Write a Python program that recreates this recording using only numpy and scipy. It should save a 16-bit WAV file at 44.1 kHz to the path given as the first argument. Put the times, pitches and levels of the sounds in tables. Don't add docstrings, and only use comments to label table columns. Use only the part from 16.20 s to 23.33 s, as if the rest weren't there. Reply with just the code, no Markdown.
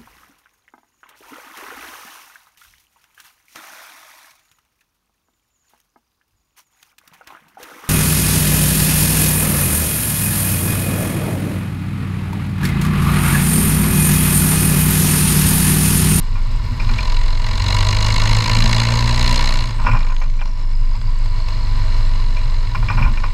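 import sys
import numpy as np
from scipy import signal
from scipy.io import wavfile
from scipy.ndimage import uniform_filter1d

SR = 44100
rng = np.random.default_rng(int(sys.argv[2]) if len(sys.argv) > 2 else 0)


def pcm_store(signal):
    levels = np.round(np.clip(np.atleast_2d(signal), -1, 1) * 32767)
    wavfile.write(sys.argv[1], SR, levels.astype(np.int16).T)


def boost(x):
    u = np.asarray(x, float) / 20
    return 10 ** u


N = 314433
TIME = np.arange(N) / SR
FULL_TORQUE_DB, FULL_GAS_DB = -33, -34


def evened(x):
    return x / np.sqrt(np.mean(x ** 2) + 1e-20)


def noise():
    return rng.standard_normal(N)


def sweep(hz):
    return 2 * np.pi * np.cumsum(hz) / SR


def curves(rows):
    s, *columns = np.transpose(rows)
    return [np.interp(TIME, s, c) for c in columns]


def read(points, hz):
    f, db = np.transpose(points)
    return np.interp(np.log(hz), np.log(f), db)


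def bumps_at(rows, shape):
    t = np.arange(0, N, 32) / SR
    total = sum(db * shape(abs(t - s) / half) for s, db, half in rows)
    return np.interp(TIME, t, total)


def peak_at(hz, centre, width, db):
    return db / (1 + (2 * (hz - centre) / width) ** 2)


def colour(x, points=((1, 0), (2, 0)), bumps=()):
    hz = abs(np.fft.fftfreq(2 ** 15, 1 / SR))
    f, db = np.transpose(points)
    db = np.interp(np.log(hz + 1), np.log(f + 1), db)
    db = db + sum(peak_at(hz, *bump) for bump in bumps)
    log_gain = np.log(boost(db))
    taps = np.fft.ifft(np.exp(np.conj(signal.hilbert(log_gain)))).real[:2 ** 14]
    return signal.oaconvolve(x, taps)[:N]


def band(x, lo_hz, hi_hz, order=2):
    sos = signal.butter(order, [lo_hz, min(hi_hz, 18000)], "band", fs=SR, output="sos")
    return signal.sosfilt(sos, x)


def resonate(x, hz, width):
    r, turn = np.exp(-np.pi * width / SR), 2 * np.pi * hz / SR
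    return signal.lfilter([0, np.sin(turn)], [1, -2 * r * np.cos(turn), r * r], x)


def slow(seconds):
    size = int(seconds * SR)
    return evened(uniform_filter1d(uniform_filter1d(noise(), size), size))


# time in seconds, firings per second.
FIRING_RATE = [(0.0, 45.71), (0.7, 43.37), (1.27, 43.683), (1.45, 47.367), (1.8, 51.175), (2.3, 55.057),
               (2.8, 58.341), (3.25, 61.446), (3.46, 59.629), (3.56, 53.174), (4.2, 51.036), (5.0, 48.968),
               (5.8, 47.186), (6.45, 46.19), (6.8, 47.804), (7.13, 48.044)]


def firing():
    return 0.06 + np.cumsum(curves(FIRING_RATE)[0]) / SR


def valve(peak, rise, fall, spread_db):
    turns = firing() - peak + 0.5
    u = turns % 1 - 0.5
    size = boost(spread_db * rng.standard_normal(500))[turns.astype(int) + 1]
    return size * np.exp(-0.5 * (u / np.where(u < 0, rise, fall)) ** 2)


# time in seconds, exhaust gas flow in dB, driveline torque in dB.
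ENGINE_LOAD = [(0.0, -56, -42), (0.3, -55, -42), (0.55, -50.5, -39), (0.8, -44, -36), (1.22, -45, -40),
               (1.28, -42.5, -37.5), (1.5, -36, -35), (2.5, -33, -33), (2.86, -36.5, -31.5),
               (3.14, -33, -32), (3.38, -38, -36.5), (3.53, -49, -40), (3.8, -49, -42), (4.1, -51, -48),
               (5.0, -59, -42.5), (5.65, -50, -37), (6.0, -49, -40), (7.13, -50, -41.5)]


def load():
    return curves(ENGINE_LOAD)


# time in seconds, note in Hz, level in dB.
CAB_NOTE = [(0.0, 24.86, -15), (0.7, 24.88, -5.5), (1.3, 24.3, -14.5), (1.9, 23.69, -15), (2.44, 23.67, -4),
            (3.2, 23.8, -9.5), (4.0, 24.07, -12), (4.8, 25, -10), (5.3, 24.83, -16), (5.86, 24.8, -10.5),
            (6.2, 24.8, -13), (6.6, 26.16, -12), (6.85, 24.18, -12.5), (7.13, 23.35, -16)]
# time in seconds, depth in dB, half width in seconds.
CANCELLED = [(.06, -3, .04), (.46, -19, 0.11), (.59, -15, 0.027), (.67, -13, 0.01), (.81, -28, 0.043),
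             (1.48, -17, 0.059), (1.73, -11, 0.038), (2.24, -14, 0.095), (2.7, -20.5, 0.23),
             (3.51, -31, 0.038), (4.36, -7, 0.12), (4.801, -14, 0.038), (6.51, -14.5, 0.033),
             (6.71, -22, 0.019)]


def cab_boom():
    hz, db = curves(CAB_NOTE)
    db = db + bumps_at(CANCELLED, lambda u: np.exp(-u))
    return np.sqrt(2) * boost(db) * np.sin(sweep(uniform_filter1d(hz, 4000)))


# frequency in Hz, level in dB.
MOUNT_RESPONSE = [(43, -18.5), (49, -16.5), (55, -29.5), (60, -24), (88, -25), (99, -18), (116, -20),
                  (124, -31.5)]
TORQUE_RISE = [1.8, 1.45]
# multiple of the firing rate, level in dB against the pipe level, phase in turns.
PIPE_MULTIPLES = [(3, 6, .3), (5, 0, .1), (6, -6, .4), (7, -12, .7), (9, -8, .2), (10, -12, .6),
                  (11, -9, .8)]


def firing_tones():
    turns, hz = firing(), curves(FIRING_RATE)[0]
    gas_db, torque_db = load()
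    pull_db = torque_db - FULL_TORQUE_DB
    first = read(MOUNT_RESPONSE, hz) + TORQUE_RISE[0] * pull_db
    second = read(MOUNT_RESPONSE, 2 * hz) + TORQUE_RISE[1] * pull_db
    pipe_db = -45 + 1.12 * (gas_db - FULL_GAS_DB)
    fourth = pipe_db + peak_at(4 * hz, centre=233.7, width=29, db=12.9)
    parts = [(1, first, 0.43), (2, second, 0.43), (4, fourth, 0.051)]
    parts += [(k, pipe_db + db, phase) for k, db, phase in PIPE_MULTIPLES]
    tones = sum(boost(db + 2.03) * np.cos(2 * np.pi * (round(k) * turns + phase)) for k, db, phase in parts)
    return np.sqrt(2) * tones


# frequency in Hz, level in dB per Hz.
CLATTER_SPECTRUM = [(250, -20.5), (320, -10), (450, -12.5), (1000, -8), (2000, -15.5), (3500, -14.5),
                    (5000, -19), (8000, -34.5), (11000, -46.5), (16000, -41)]


def clatter():
    beat = 2.0 + 0.5 * valve(peak=-0.018, rise=0.068, fall=0.081, spread_db=7.5)
    struck = rng.random(N) < 150 / SR
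    knocks = 3 * struck * boost(3.5 * np.minimum(rng.exponential(1, N), 4))
    drive = beat * boost(1.1 * slow(0.033)) * noise() + band(knocks, 670, 5000)
    return boost(load()[1] + 2.0) * evened(colour(drive, CLATTER_SPECTRUM))


def valve_gear():
    torque_db = load()[1]
    tick = (valve(peak=0.33, rise=0.081, fall=0.2, spread_db=2.8) + 0.23) * noise()
    ring_hz = 7780 + 70 * np.minimum(torque_db + 41, 0)
    ring = band(tick, 30, 400) * np.cos(sweep(ring_hz))
    fizz = band(tick, 8400, 13600)
    return boost(0.38 * torque_db - 46.0) * (evened(ring) + boost(-12.0) * evened(fizz))


# low edge in Hz, high edge in Hz, peak of the puff in turns,
# rise in turns, fall in turns, leak between puffs as a share.
JET_BANDS = [(250, 1390, -0.089, 0.067, 0.28, 0.46), (1570, 3670, -0.09, 0.1, 0.2, 0.09),
             (3570, 4450, -0.046, 0.13, 0.14, 0.021), (5940, 8600, -0.18, 0.087, 0.17, 0.13),
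             (8800, 22000, -0.14, 0.033, 0.14, 0.16)]
# frequency in Hz, level in dB per Hz.
PUFF_SPECTRUM = [(250, -23.5), (400, -18.5), (540, -11), (1000, -8), (2000, -12.5), (3500, -8.5),
                 (5000, -9.5), (8000, -26.5), (11000, -37), (16000, -44)]


def stack():
    gas_db, jet = load()[0], np.zeros(N)
    common = valve(peak=-0.11, rise=20, fall=20, spread_db=1)
    for lo_hz, hi_hz, peak, rise, fall, leak in JET_BANDS:
        flow = common * valve(peak, rise, fall, spread_db=1.58) + leak
        flow = evened(flow * boost(1.3 * slow(0.00048)))
        bright = boost(0.036 * lo_hz / 1000 * np.minimum(gas_db + 33.5, 0))
        jet += bright * band(flow * noise(), lo_hz, hi_hz)
    shut_db = 2.64 * np.maximum(-47.5 - gas_db, 0)
    return boost(gas_db - shut_db + 10) * evened(colour(jet, PUFF_SPECTRUM))


# frequency in Hz, level in dB.
WHISTLE_LEVEL = [(3830, -56.5), (4100, -50.5), (4300, -48.5), (4600, -53.5), (4950, -58), (5400, -57.5),
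                 (6300, -58.5), (9500, -63)]


def turbo():
    spool_s, shift_s = 1.32, 3.37
    creep_hz = 296 / (1 + np.exp((0.99 - TIME) / 0.083))
    spool_hz = 3300 * np.clip(TIME - spool_s, 0, shift_s - spool_s)
    since = np.maximum(TIME - shift_s, 0)
    blow_off = 0.14
    left = (1 - blow_off) * np.exp(-since / 0.83) + blow_off * np.exp(-since / 0.12)
    hz = 3780 + np.minimum(creep_hz + spool_hz, 6400) * left
    sag_hz = -1200 * ((firing() + 0.55) % 1 - 0.5) + 90 * slow(0.003)
    whistle = np.sin(sweep(hz + sag_hz)) * boost(2.0 * slow(0.0012))
    whistle = whistle * valve(peak=-0.07, rise=0.1, fall=0.14, spread_db=2.1)
    return boost(read(WHISTLE_LEVEL, hz) + 2.5) * evened(whistle)


# time in seconds, jolt in dB, half length in seconds, extra on the panels in dB.
ROAD_JOLTS = [(0.295, 5.5, 0.13, -1.5), (0.544, 10.5, 0.08, -6), (0.725, 9, 0.063, 0.5),
              (1.498, 6.5, 0.17, -0.5), (2.06, 8, 0.15, -1), (2.426, 9.5, 0.056, 2), (3.103, 5, .07, -5),
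              (3.497, 5.5, 0.089, -2.5), (3.707, 10.5, 0.068, 6), (4.838, 3.5, 0.066, -2),
              (6.3, 3, 0.04, -1), (6.627, 8.5, 0.068, 0.5), (6.832, 14.5, .08, 1)]
# frequency in Hz, level in dB per Hz.
FRAME_BODY = [(10, -14), (32, 9), (48, 5), (62, -1), (90, -2), (113, 6), (130, -4), (150, -15.5),
              (300, -60.5)]
PANEL_BODY = [(80, -51.5), (130, 5.5), (150, -3), (175, 1.5), (205, -3.5), (240, 3.5), (270, -13.5),
              (320, -11), (400, -25), (800, -57)]
THUD_BODY = [(15, -14.5), (30, 4.5), (42, -6), (70, -17.5), (150, -23.5), (200, -26.5), (250, -21.5),
             (290, -40)]


def shaking():
    pull_db = load()[1] - FULL_TORQUE_DB
    jolts, swell = np.array(ROAD_JOLTS), lambda u: np.exp(-0.5 * u ** 2)
    jolt_db = bumps_at(jolts[:, [0, 1, 2]], swell)
    extra_db = bumps_at(jolts[:, [0, 3, 2]], swell)
    frame_db = -26.5 + 0.27 * pull_db + 0.94 * jolt_db
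    panel_db = -37.5 + 0.66 * pull_db + 0.81 * jolt_db + extra_db
    thud_db = -44 + 2.18 * jolt_db
    out = np.zeros(N)
    bodies = [(frame_db, FRAME_BODY), (panel_db, PANEL_BODY), (thud_db, THUD_BODY + [(800, -80)])]
    for db, body in bodies:
        out += boost(db) * evened(colour(boost(1.5 * slow(0.008)) * noise(), body))
    return out


# start in seconds, peak in dB, share of high ring in dB, length in seconds.
CHATTER_RUNS = [(0.15, -27.5, -5, 0.03), (0.596, -26.5, 7.5, 0.02), (0.688, -22.5, 1, 0.019),
                (0.783, -18.5, 6.5, 0.0098), (3.586, -22.5, -8, 0.041), (3.644, -18, -5, 0.024),
                (3.661, -6.5, -5.5, 0.017), (3.682, -8, -9, 0.013), (3.711, -15, 3.5, 0.012),
                (3.73, -13, -9, 0.03), (3.748, -16.5, -3.5, 0.023), (3.801, -21.5, 0, 0.019),
                (3.841, -18.5, -17, 0.0089), (3.864, -15.5, -3, 0.0072), (3.894, -22, -3, 0.014),
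                (3.915, -18, -14, 0.0097), (4.189, -33.5, 5, 0.015), (4.011, -20, -0.5, 0.018),
                (4.211, -12.5, -6, 0.0083), (6.163, -29.5, 11, 0.013), (6.547, -6, -4, 0.0057),
                (6.624, -13.5, -9, 0.0063), (6.681, -20.5, 4.5, 0.02), (6.696, -10.5, -6, 0.022),
                (6.771, -15.5, -3.5, 0.035), (6.819, -17.5, 2, 0.026), (6.846, -13.5, -9, 0.022),
                (6.875, -22, -2, 0.01), (6.97, -20.5, 4, 0.0094), (7.033, -15.5, -4, 0.017)]
# frequency in Hz, width in Hz, level in dB.
SHEET_LOW = [(526, 34, -3), (603, 28, -6), (820, 200, -34), (1026, 91, 10.5), (1166, 130, 4), (1410, 68, 1)]
SHEET_HIGH = [(1900, 37, -9), (2060, 110, -12), (2399, 110, 9.5), (2660, 55, -7), (2850, 240, -36),
              (3500, 300, -31), (5230, 270, 0.5)]


def ring_modes(x, modes):
    return sum(boost(db) * resonate(x, hz, width) for hz, width, db in modes)


def rattle():
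    low, high, t = np.zeros(N), np.zeros(N), np.arange(4000) / SR
    for s, db, high_db, length in CHATTER_RUNS:
        hit, a, b = rng.random((3, len(t)))
        run = (hit < 4000 / SR) * np.minimum(t * 220, 1) * np.exp(-t / max(length, 0.002))
        at = round(s * SR)
        low[at:at + len(t)] += (boost(db) * (2 * a - 1) * run)[:N - at]
        high[at:at + len(t)] += (boost(db + high_db) * (2 * b - 1) * run)[:N - at]
    low = band(ring_modes(low, SHEET_LOW), 626, 2100, order=3)
    high = band(ring_modes(high, SHEET_HIGH), 1500, 5560, order=4)
    return boost(-19) * low + boost(-17.5) * high


# time in seconds, peak in dB, ring in Hz.
MOUNT_TICKS = [
    (0.3137, -56, 11900),
    (0.4509, -51, 11000),
    (3.7294, -51, 11000),
    (4.0058, -49, 11640),
    (5.1088, -60, 11000),
    (6.547, -54, 11900),
    (6.759, -52, 11390),
    (3.965, -32, 3600),
    (3.965, -30, 2310),
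    (4.209, -35, 3200),
]


def ticks():
    out, t = np.zeros(N), np.arange(400) / SR
    for s, db, hz in MOUNT_TICKS:
        burst = t * np.exp(-t / 0.0006) * rng.standard_normal(len(t))
        ring = band(burst, hz * 0.8, hz * 1.2)
        out[round(s * SR):][:len(t)] += boost(db + 6.5) * ring / abs(ring).max()
    return out


# frequency in Hz, width in Hz, level in dB.
BOX_MODES = [(493, 16, 4), (638.4, 27, 10.5), (719, 153, -10), (988, 105, 10), (1113, 10, 6), (1171, 13, 3),
             (1259, 39, -12), (1470, 210, -1), (1700, 58, 6), (1704, 65, -13), (1778, 39, 7), (1948, 77, 5),
             (2196, 204, 5.5), (2490, 80, -5), (2860, 46, 6), (3150, 160, -11), (3370, 48, -4.5),
             (3654, 160, -9), (4184, 364, 5.5), (4610, 95, -5.5), (4956, 235, 6.5), (6020, 240, -8),
             (6510, 170, 6.5), (7600, 500, 2.5), (10630, 250, 1), (10700, 1070, 5.5), (12900, 400, -3),
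             (14000, 600, -2)]


def scene():
    air = colour(clatter() + valve_gear() + stack() + turbo(), bumps=BOX_MODES)
    mount = cab_boom() + firing_tones() + shaking() + rattle() + ticks()
    return (air + mount)[None]


def top_cut(x):
    return signal.sosfilt(signal.butter(12, 15700, fs=SR, output="sos"), x)


def record(dry):
    soft = 1.186 * np.tanh(dry / 1.17)
    edge = signal.firwin(511, 15200, window=("kaiser", 7), fs=SR)
    mix = signal.oaconvolve(soft, edge[None], "same")
    return top_cut(mix)


dry = scene()
out = record(dry)
pcm_store(out)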